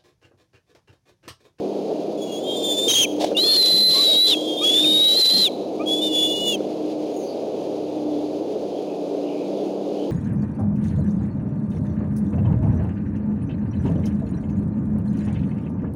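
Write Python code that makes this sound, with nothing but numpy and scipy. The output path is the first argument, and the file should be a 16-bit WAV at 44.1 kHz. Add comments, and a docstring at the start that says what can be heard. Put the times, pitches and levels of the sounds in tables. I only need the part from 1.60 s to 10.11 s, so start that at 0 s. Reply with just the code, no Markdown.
"""Eagle calling in a tree

An eagle whistles four long calls close to a small camera fixed in the tree; both sides of its syrinx
(the bird's voice box) sing at once, as wavering tones with rasping noise. Short noises make its wings
thump and small birds call far off; a distant engine hums as tones over a valley of filtered noise.
The camera's limiter ducks the hum under the calls; coarse sampling mirrors each whistle into the treble."""
import sys
import numpy as np
from scipy import signal
from scipy.fft import rfft, irfft, next_fast_len
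from scipy.io import wavfile
from scipy.ndimage import uniform_filter1d

SR = 44100
rng = np.random.default_rng(int(sys.argv[2]) if len(sys.argv) > 2 else 0)


def to_wav(sig):
    """Store sig (one row per channel, or 1-D mono) as 16-bit WAV at the path in sys.argv[1].

    Samples outside -1..1 are clipped; the rate is SR.
    """
    pcm = np.clip(np.atleast_2d(sig), -1, 1) * 32767
    pcm = np.round(pcm).astype(np.int16)
    wavfile.write(sys.argv[1], SR, pcm.T)  # frames by channels


N = 375291
TIME = np.arange(N) / SR

# distant engine before smoothing and trims: (t/s, firing rate f/Hz, level/dB of harmonics 1, 2 and 3)
ENGINE_COURSE = [(0, 102, -79, -33.5, -34), (.5, 99.5, -58, -39.5, -37.5), (1.38, 100.7, -54, -49, -35.5),
                 (1.55, 100.3, -52, -39, -24.5), (2.1, 101.8, -56, -38.5, -41.5),
                 (2.58, 100.7, -70, -43.5, -34), (2.78, 102.7, -66, -66, -25), (3.02, 103, -68, -54, -33.5),
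                 (3.3, 103.5, -55, -36, -22), (3.6, 100.5, -61, -46, -46), (4.3, 102.9, -54, -38, -27),
                 (4.7, 103.6, -52.5, -45.5, -26.5), (4.88, 102.5, -52, -32, -39.5),
                 (5.25, 101.7, -61, -44, -26.5), (5.85, 102, -55.5, -47, -38), (6.5, 100.4, -50, -54, -24),
                 (7.05, 100.3, -53.5, -42, -38), (7.68, 96.95, -70, -46.5, -28),
                 (7.9, 99.5, -66, -35.5, -32.5), (8.5, 98.6, -59, -38, -29)]
# steady tones of the far hum: (f/Hz, level/dB)
HUM_TONES = [(135, -56), (165.5, -50.5), (409, -53.5)]
# spectrum shape of the valley's roar: (f/Hz, relative level/dB)
VALLEY_SPECTRUM = [(18, -86.5), (30, -53), (64, -57), (77, -59), (87, -49), (133, -34.5), (194, -15.5),
                   (260, -8), (298, -5), (372, -2.5), (406, -2), (612, -6), (739, -12.5), (1060, -30.5),
                   (1800, -52.5), (2340, -82.5), (3960, -120)]
# spectrum shape of leaves and insects: (f/Hz, relative level/dB)
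LEAF_SPECTRUM = [(1000, -5), (1900, -5.5), (2500, 3.5), (3400, 5), (4800, 5.5), (5500, 0.5), (6500, 4),
                 (7500, -0.5)]
# wing strokes: (t/s, bell width/s, thump f/Hz, thump level/dB, feather level/dB), before the low cut
WING_STROKES = [(0.312, 0.012, 453, -18.5, -70), (1.204, 0.0069, 380, -25, -55),
                (1.28, 0.0072, 380, -20, -50), (1.618, 0.012, 620, -20, -24),
                (1.645, 0.0032, 593, -11, -22), (1.662, 0.021, 457, -37, -31.5),
                (1.717, .012, 492, -20, -42)]
# spectrum shape of brushing feathers: (f/Hz, relative level/dB)
FEATHER_SPECTRUM = [(300, -5), (1000, -18), (1700, -8), (2700, 2), (3700, 10), (5000, 3), (7500, 3.5)]
# the four calls: (start t/s, end t/s, opening scoop f/Hz, closing fall f/Hz, quaver depth f/Hz,
# second side's own pitch f/Hz, octave's relative level/dB at start, at end, extra rasp level/dB)
CALLS = [(0.572, 1.459, -0.5, 241.4, 20, 1010, -0.5, -6.5, -0.5),
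         (1.766, 2.749, 720.5, 863.5, 27.2, 880, -18, -24, -1),
         (2.738, 3.886, 0.5, 917, 11, 710, -17, -15, -1), (4.258, 4.964, 54, 400, 7, 750, -19, -6, -2)]
# course of each call, before scoop, fall and the eagle's final gain: (t/s, pitch f/Hz, level/dB)
THIN_COURSE = [(.57, 3410, -51), (.76, 3300, -42.5), (.86, 3550, -46.5), (1.02, 3572, -29.5),
               (1.16, 3516, -25), (1.279, 3620, -26), (1.283, 3177, -20.5), (1.335, 3163, -28),
               (1.36, 3250, -8.5), (1.46, 3250, -21)]
# same columns: (t/s, pitch f/Hz, level/dB)
LOUD_COURSE = [(1.771, 4238, -20), (1.86, 4213, -16.5), (1.94, 4299, -12.5), (2.03, 4040, -11.5),
               (2.35, 4073, -12.5), (2.54, 3810, -12.5), (2.668, 4020, -11.5), (2.75, 4010, -11)]
# same columns: (t/s, pitch f/Hz, level/dB)
RISING_COURSE = [(2.759, 3270, -34), (3.0, 3225, -34), (3.045, 3320, -15), (3.13, 3436, -20),
                 (3.21, 3619, -18), (3.55, 3938, -15), (3.586, 4186, -14), (3.63, 4007, -5),
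                 (3.696, 4007, -8.5), (3.749, 4145, -17), (3.89, 3976, -8)]
# same columns: (t/s, pitch f/Hz, level/dB)
LAST_COURSE = [(4.26, 3344, -39), (4.3, 3376, -25), (4.407, 3457, -29), (4.425, 3600, -26.5),
               (4.47, 3580, -22.5), (4.5, 3465, -31.5), (4.559, 3434, -21.5), (4.86, 3488, -31.5),
               (4.965, 3420, -24.5)]
CALL_COURSES = [THIN_COURSE, LOUD_COURSE, RISING_COURSE, LAST_COURSE]
# when the second side sings: (start t/s, end t/s, level/dB at start, middle and end), before the final gain
SECOND_STRETCHES = [(.82, .99, -51, -28.5, -40), (0.988, 1.148, -42, -36.5, -35),
                    (1.747, 1.832, -35.5, -23, -35), (1.83, 2.033, -23, -21.5, -35),
                    (2.03, 2.758, -33, -41, -22), (3.25, 3.893, -39.5, -33, -30.5),
                    (4.407, 4.962, -42.5, -33.5, -26.5)]
# harsh moments, when the bird forces the air: (t/s, bell width/s, extra rasp level/dB)
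FORCED_MOMENTS = [(1.331, 0.032, 10.5), (1.434, 0.015, 8.5), (1.95, 0.043, 3), (2.404, 0.061, 4),
                  (2.718, 0.031, 6.5), (3.16, 0.0597, 2.5), (3.706, 0.093, 3), (4.898, .06, 3.5)]
# spectrum shape of turbulent air in the throat: (f/Hz, relative level/dB)
RASP_SPECTRUM = [(50, -44), (200, -16), (1400, -40), (2200, -10), (3000, 2.5), (4400, 10), (5400, 9.5),
                 (6500, 5), (7300, 17), (8000, 9.5)]
# moans under the whistle: (t/s, length/s, base f/Hz, added arch f/Hz, level/dB), before the final gain
LOW_MOANS = [(2.12, .2, 160, 50, -33), (2.42, 0.18, 270, 388, -29.5), (3.23, .17, 159.7, 50, -38.5),
             (3.72, .12, 170.4, 50, -33)]
# stray tones beside the whistle: (t/s, length/s, start f/Hz, end f/Hz, level/dB)
STRAY_GLIDES = [(0.662, 0.1, 2880, 2810, -47), (0.864, .1, 3700, 3840, -38),
                (1.293, 0.026, 3790, 3730, -23), (1.324, 0.025, 3870, 3710, -19),
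                (1.431, 0.027, 2890, 2375, -23), (1.895, 0.078, 3215, 2960, -30.5),
                (2.658, 0.062, 3644, 3500, -21), (2.775, 0.22, 3340, 3690, -35),
                (2.963, 0.0682, 3514, 3725, -25), (3.089, .15, 2707, 2980, -37.5),
                (3.156, 0.082, 3490, 3450, -19), (3.234, 0.02, 2950, 2300, -28.5),
                (3.72, .12, 3560, 3906, -28.5), (3.72, 0.13, 4650, 4393, -32.5)]
# short rising low notes: (t/s, length/s, start f/Hz, end f/Hz, level/dB, octave's relative level/dB)
SQUEAK_NOTES = [(2.325, 0.12, 1024, 1192, -32, -7), (3.008, 0.045, 1160, 1319, -34.5, -4),
                (4.191, 0.045, 1136, 1287, -35.5, -4)]
# small birds far off: (t/s, bell width/s, pitch f/Hz, level/dB)
FAR_CHIRPS = [(5.587, .04, 6630, -45), (5.641, 0.035, 6240, -46), (5.699, 0.029, 4625, -43.5),
              (6.566, 0.072, 3470, -55), (7.165, 0.034, 3210, -51), (7.31, 0.046, 2568, -55),
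              (7.703, 0.044, 2840, -50), (7.782, 0.083, 2500, -52), (7.997, 0.044, 3500, -53),
              (8.416, 0.06, 3070, -49.5)]

ATTACK_S, RELEASE_S = 0.0035, 0.038
SCOOP_S, FALL_S = 0.09, 0.062  # the pitch slides up into a call and drops as the air runs out
# the second side starts sooner, slides slower and takes a share of the lead's pitch
SECOND_EARLY_S, SECOND_SCOOP_S, SECOND_FOLLOW = 0.02, 0.14, 0.62
QUAVER_UNTIL = 0.696  # share of a call after which the pitch steadies
RASP_SLOPE, FULL_DB, FULL_RASP_DB = 0.67, -13, -33.5  # base rasp grows with the level; its value at full voice
CAMERA_SR, STORE_SR, TOP_HZ = 16000, 22050, 15800


def undb(db):
    """Turn decibels into a gain."""
    return 10 ** (np.asarray(db) / 20)


def curves(table):
    """Draw each column of a table as a curve over time."""
    s, *columns = np.transpose(table)
    return [np.interp(TIME, s, column) for column in columns]


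def noise(gain):
    """Noise of rms 1 whose spectrum follows gain(Hz)."""
    size = next_fast_len(N + N % 2, real=True)
    spectrum = rfft(rng.standard_normal(size))
    shape = gain(np.fft.rfftfreq(size, 1 / SR) + 1e-3)
    x = irfft(spectrum * shape, size)[:N]
    return x / x.std()


def coloured(points):
    """Noise with a spectrum drawn through (Hz, dB) points, fading out above the last."""
    hz, db = np.transpose(points)

    def gain(f):
        return undb(np.interp(np.log(f), np.log(hz), db)) / (1 + (f / hz[-1] / 2) ** 4)
    return noise(gain)


def band(hz, width_hz):
    """Noise in one steep resonance; centred on zero it is a slow random wander."""
    return noise(lambda f: 1 / (1 + ((f - hz) / width_hz) ** 2) ** 2)


def turn(hz):
    """Phase of an oscillator with this pitch curve."""
    return 2 * np.pi * np.cumsum(hz) / SR


def tone(phase):
    """Sine of rms 1."""
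    return np.sqrt(2) * np.sin(phase)


def swell(s, width_s):
    """Bell-shaped loudness curve."""
    return np.exp(-0.5 * ((TIME - s) / width_s) ** 2)


def ramp(s, length_s):
    """Rise from 0 to 1 over length_s from time s."""
    return np.clip((TIME - s) / length_s, 0, 1)


def gate(start, end):
    """Quick attack, hold and release of a note."""
    return ramp(start, ATTACK_S) * np.clip((end - TIME) / RELEASE_S, 0, 1)


def engine(first_trim_db=-1, second_trim_db=-2, third_trim_db=-1):
    """A far engine's harmonics fade in and out on the way across the valley, beside steady humming tones."""
    hz, first_db, second_db, third_db = curves(ENGINE_COURSE)
    steady_hz = uniform_filter1d(hz, size=SR // 3)  # a slow average keeps the hum's pitch steady
    firing = turn(steady_hz + 0.8 * band(0, 13.7))
    out = undb(first_db + first_trim_db) * tone(firing)
    out += undb(second_db + second_trim_db) * tone(2 * firing)
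    out += undb(third_db + third_trim_db) * tone(3 * firing)
    for hum_hz, db in HUM_TONES:
        out += undb(db + 2 * band(0, 1.5)) * tone(turn(hum_hz + 1.5 * band(0, 5)))
    return out


def valley(roar_db=-26.12, leaves_db=-46.5):
    """The distance gives a low roar of filtered noise; leaves add a thin hiss."""
    roar = undb(roar_db + 0.44 * band(0, 3.2)) * coloured(VALLEY_SPECTRUM)
    hiss = undb(leaves_db + 1.0 * band(0, 15)) * coloured(LEAF_SPECTRUM)
    return roar + hiss


def wings():
    """Each stroke shoves air with a dull thump while the feathers brush."""
    rustle = coloured(FEATHER_SPECTRUM)
    strokes = np.zeros(N)
    for s, width, hz, thump_db, rustle_db in WING_STROKES:
        thump = undb(thump_db) * band(hz, 250)
        strokes += swell(s, width) * (thump + undb(rustle_db) * rustle)
    low_cut = signal.butter(4, 190, "high", fs=SR, output="sos")
    return signal.sosfilt(low_cut, strokes)


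def syrinx():
    """Controls of the calls: both pitches, level, octave share, quaver depth, extra rasp and the air's gate."""
    controls = np.zeros((7, N))
    for call, course in zip(CALLS, CALL_COURSES):
        start, end, scoop_hz, fall_hz, quaver_hz, own_hz, first_db, last_db, extra_db = call
        hz, db = curves(course)
        along = ramp(start, end - start)
        fall = fall_hz * ramp(end - FALL_S, FALL_S) ** 2
        lead_hz = hz - fall - scoop_hz * (1 - ramp(start, SCOOP_S)) ** 2
        second_scoop = scoop_hz * (1 - ramp(start, SECOND_SCOOP_S)) ** 2
        second_hz = own_hz + SECOND_FOLLOW * hz - fall - second_scoop
        octave_db = first_db + (last_db - first_db) * along
        quaver = quaver_hz / (1 + (along / QUAVER_UNTIL) ** 8)
        now = [lead_hz, second_hz, db, octave_db, quaver, np.full(N, extra_db), gate(start, end)]
        # a new call takes over only where the last one's air is shut off
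        takes_over = (TIME >= start - SECOND_EARLY_S) & (controls[-1] == 0)
        controls = np.where(takes_over, now, controls)
    return controls


def second_level():
    """Level of the second side in dB: it sounds in stretches, some running straight into the next."""
    gain = np.zeros(N)
    for start, end, *db in SECOND_STRETCHES:
        level = np.interp(TIME, np.linspace(start, end, len(db)), db)
        gain += gate(start, end) * undb(level)
    return 20 * np.log10(gain + 1e-6)


def eagle(flutter=0.084, skirt_db=-1, coupling_db=-16, rasp_db=7.5, second_octave_db=-28, shimmer_db=2.96,
          forced_quaver_hz=2, sum_tone_db=-17, calm_bursts=0.55, forced_octave=1.0, ragged=0.29,
          forced_jitter_hz=7):
    """Two coupled membranes whistle; the harder the air is forced, the more they rasp."""
    hz, second_hz, held_db, octave_db, quaver_hz, hoarse_db, flow = syrinx()
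    gate_db = 20 * np.log10(flow + 1e-6)
    forced = sum(extra_db * swell(s, width) for s, width, extra_db in FORCED_MOMENTS)
    # a forced voice breaks up
    db = held_db + gate_db + shimmer_db * band(0, 26.7) + ragged * forced * band(0, 98)
    air_db = FULL_RASP_DB + RASP_SLOPE * (held_db - FULL_DB) + hoarse_db + forced + gate_db
    second_db = second_level()
    strain = np.clip((air_db + 42) / 11, 0, 1)  # 0 calm, 1 harsh

    quaver = (quaver_hz + forced_quaver_hz * forced) * band(34, 20)
    stumble = forced_jitter_hz * forced * band(0, 118)
    lead = turn(hz + quaver + stumble + (5 + 11 * strain) * band(0, 300))
    second = turn(second_hz + 0.5 * quaver + (10 + 20 * strain ** 2) * band(0, 300))

    # the octave is strong only while it lies below about 7.1 kHz, and fades out as it climbs higher
    octave = undb(octave_db + forced_octave * forced) * np.clip((3750 - hz) / 200, 0.06, 1)
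    smear = (0.56 + 0.28 * strain) * band(0, 670)
    lead_tones = tone(lead) + octave * tone(2 * lead + smear)
    voice = undb(db) * (1 + flutter * band(0, 230)) * lead_tones
    second_tones = tone(second) + undb(second_octave_db) * tone(2 * second)
    voice += undb(second_db + (1.17 + 2.0 * strain) * band(0, 60)) * second_tones

    # each side shakes the other: side tones appear one beat away and at the sum of both pitches
    beat_tone = undb(coupling_db) * tone(2 * lead - second)
    sum_tone = undb(sum_tone_db) * tone(lead + second)
    voice += undb(np.minimum(second_db, db)) * (beat_tone + sum_tone)

    # turbulence jostles the membrane and spreads a noisy skirt round its pitch
    jostle = band(0, 720) * tone(lead) + band(0, 720) * tone(lead + np.pi / 2)
    bursts = (calm_bursts + (1 - calm_bursts) * strain) * band(0, 200)
    voice += undb(air_db + skirt_db + np.clip(db + 20, -8, 7) + 0.86 * bursts) * jostle
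    rasp = undb(air_db + rasp_db + 3.05 * bursts) * coloured(RASP_SPECTRUM)
    return voice + moans(lead) + rasp


def stray_tones(waver_hz=38, loud_db=-24, shimmer_db=4.5):
    """Unsteady extra tones of the strained syrinx, each a short glide; the louder ones waver more."""
    waver, shimmer = waver_hz * band(0, 216), shimmer_db * band(0, 75)
    out = np.zeros(N)
    for s, length, start_hz, end_hz, db in STRAY_GLIDES:
        u = ramp(s, length)
        unrest = np.sqrt(min(undb(db - loud_db), 1))
        arch = 2 * np.sqrt(u * (1 - u))
        phase = turn(start_hz + (end_hz - start_hz) * u + unrest * waver)
        out += undb(db + unrest * shimmer) * arch * tone(phase)
    return out


def moans(lead, side_db=0, wide_side_db=-6, waver_hz=25):
    """Low tones that rise and fall; each shakes the whistle and lifts two side tones above it."""
    waver, shimmer = waver_hz * band(0, 150), 2 * band(0, 60)
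    out = np.zeros(N)
    for s, length, base_hz, arch_hz, db in LOW_MOANS:
        u = ramp(s, length)
        arch = 2 * np.sqrt(u * (1 - u))
        phase = turn(base_hz + arch_hz * np.sin(np.pi * u) ** 2 + waver)
        tones = tone(phase) + undb(side_db) * tone(lead + phase)
        tones += undb(wide_side_db) * tone(lead + 2 * phase)
        out += undb(db + shimmer) * arch * tones
    return out


def squeaks():
    """Brief low notes that slide up as the syrinx catches."""
    out = np.zeros(N)
    for s, length, start_hz, end_hz, db, octave_db in SQUEAK_NOTES:
        u = ramp(s, length)
        phase = turn(start_hz + (end_hz - start_hz) * u + 15 * band(0, 190))
        tones = tone(phase) + undb(octave_db) * tone(2 * phase)
        out += undb(db) * np.sin(np.pi * u) * tones
    return out


def small_birds():
    """Far calls, smeared by the forest into narrow patches of noise."""
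    return sum(undb(db) * swell(s, width) * band(hz, 340) for s, width, hz, db in FAR_CHIRPS)


def forest(x, t60_s=0.65, wet_db=-31):
    """Trunks and leaves scatter a faint tail: noise that builds up, then dies away."""
    t = TIME[:SR]
    tail = rng.standard_normal(SR) * undb(-60 * t / t60_s) * (1 - np.exp(-t / 0.065))
    tail /= np.linalg.norm(tail)
    return x + undb(wet_db) * signal.fftconvolve(x, tail)[:N]


def scene():
    """The near bird in its tree, over the far sounds."""
    near = forest(undb(3.5) * eagle() + stray_tones() + squeaks() + wings())
    return (near + small_birds() + engine() + valley())[None]


def limiter(x, top_db=-11.0, window_s=0.014):
    """Turn everything down while the short-term level is over the top."""
    power = uniform_filter1d(x ** 2, max(int(window_s * SR), 8))
    return x / (1 + (power / undb(top_db) ** 2) ** 4) ** (1 / 8)


def resample(x, ease=0.27):
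    """Crude change of rate: nearly straight lines between samples that linger a little at each one."""
    place = np.arange(N // 2 + 1) * CAMERA_SR / STORE_SR
    eased = place - ease * np.sin(2 * np.pi * place) / 10
    return np.interp(eased, np.arange(len(x)), x)


def record(dry):
    """The camera limits, samples coarsely and saturates; resampling leaves mirror tones in the treble."""
    # the filter works at 160 times SR, the rate between the two
    coarse_filter = signal.firwin(6001, 7900, fs=SR * 160)
    coarse = signal.resample_poly(limiter(dry[0]), CAMERA_SR, SR, window=coarse_filter)
    # the overload's third harmonic folds back beside the whistle
    overloaded = 0.41 * np.tanh(coarse / 0.41)
    low_cut = signal.butter(2, 75, "high", fs=CAMERA_SR, output="sos")
    stored = resample(signal.sosfilt(low_cut, overloaded))
    # such a short filter lets mirror tones through
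    full = signal.resample_poly(stored, 2, 1, window=signal.firwin(9, 0.5))[:N]
    top_cut = signal.ellip(10, 0.2, 80, TOP_HZ, fs=SR, output="sos")
    return signal.sosfilt(top_cut, full)[None]


dry = scene()
out = record(dry)
to_wav(out)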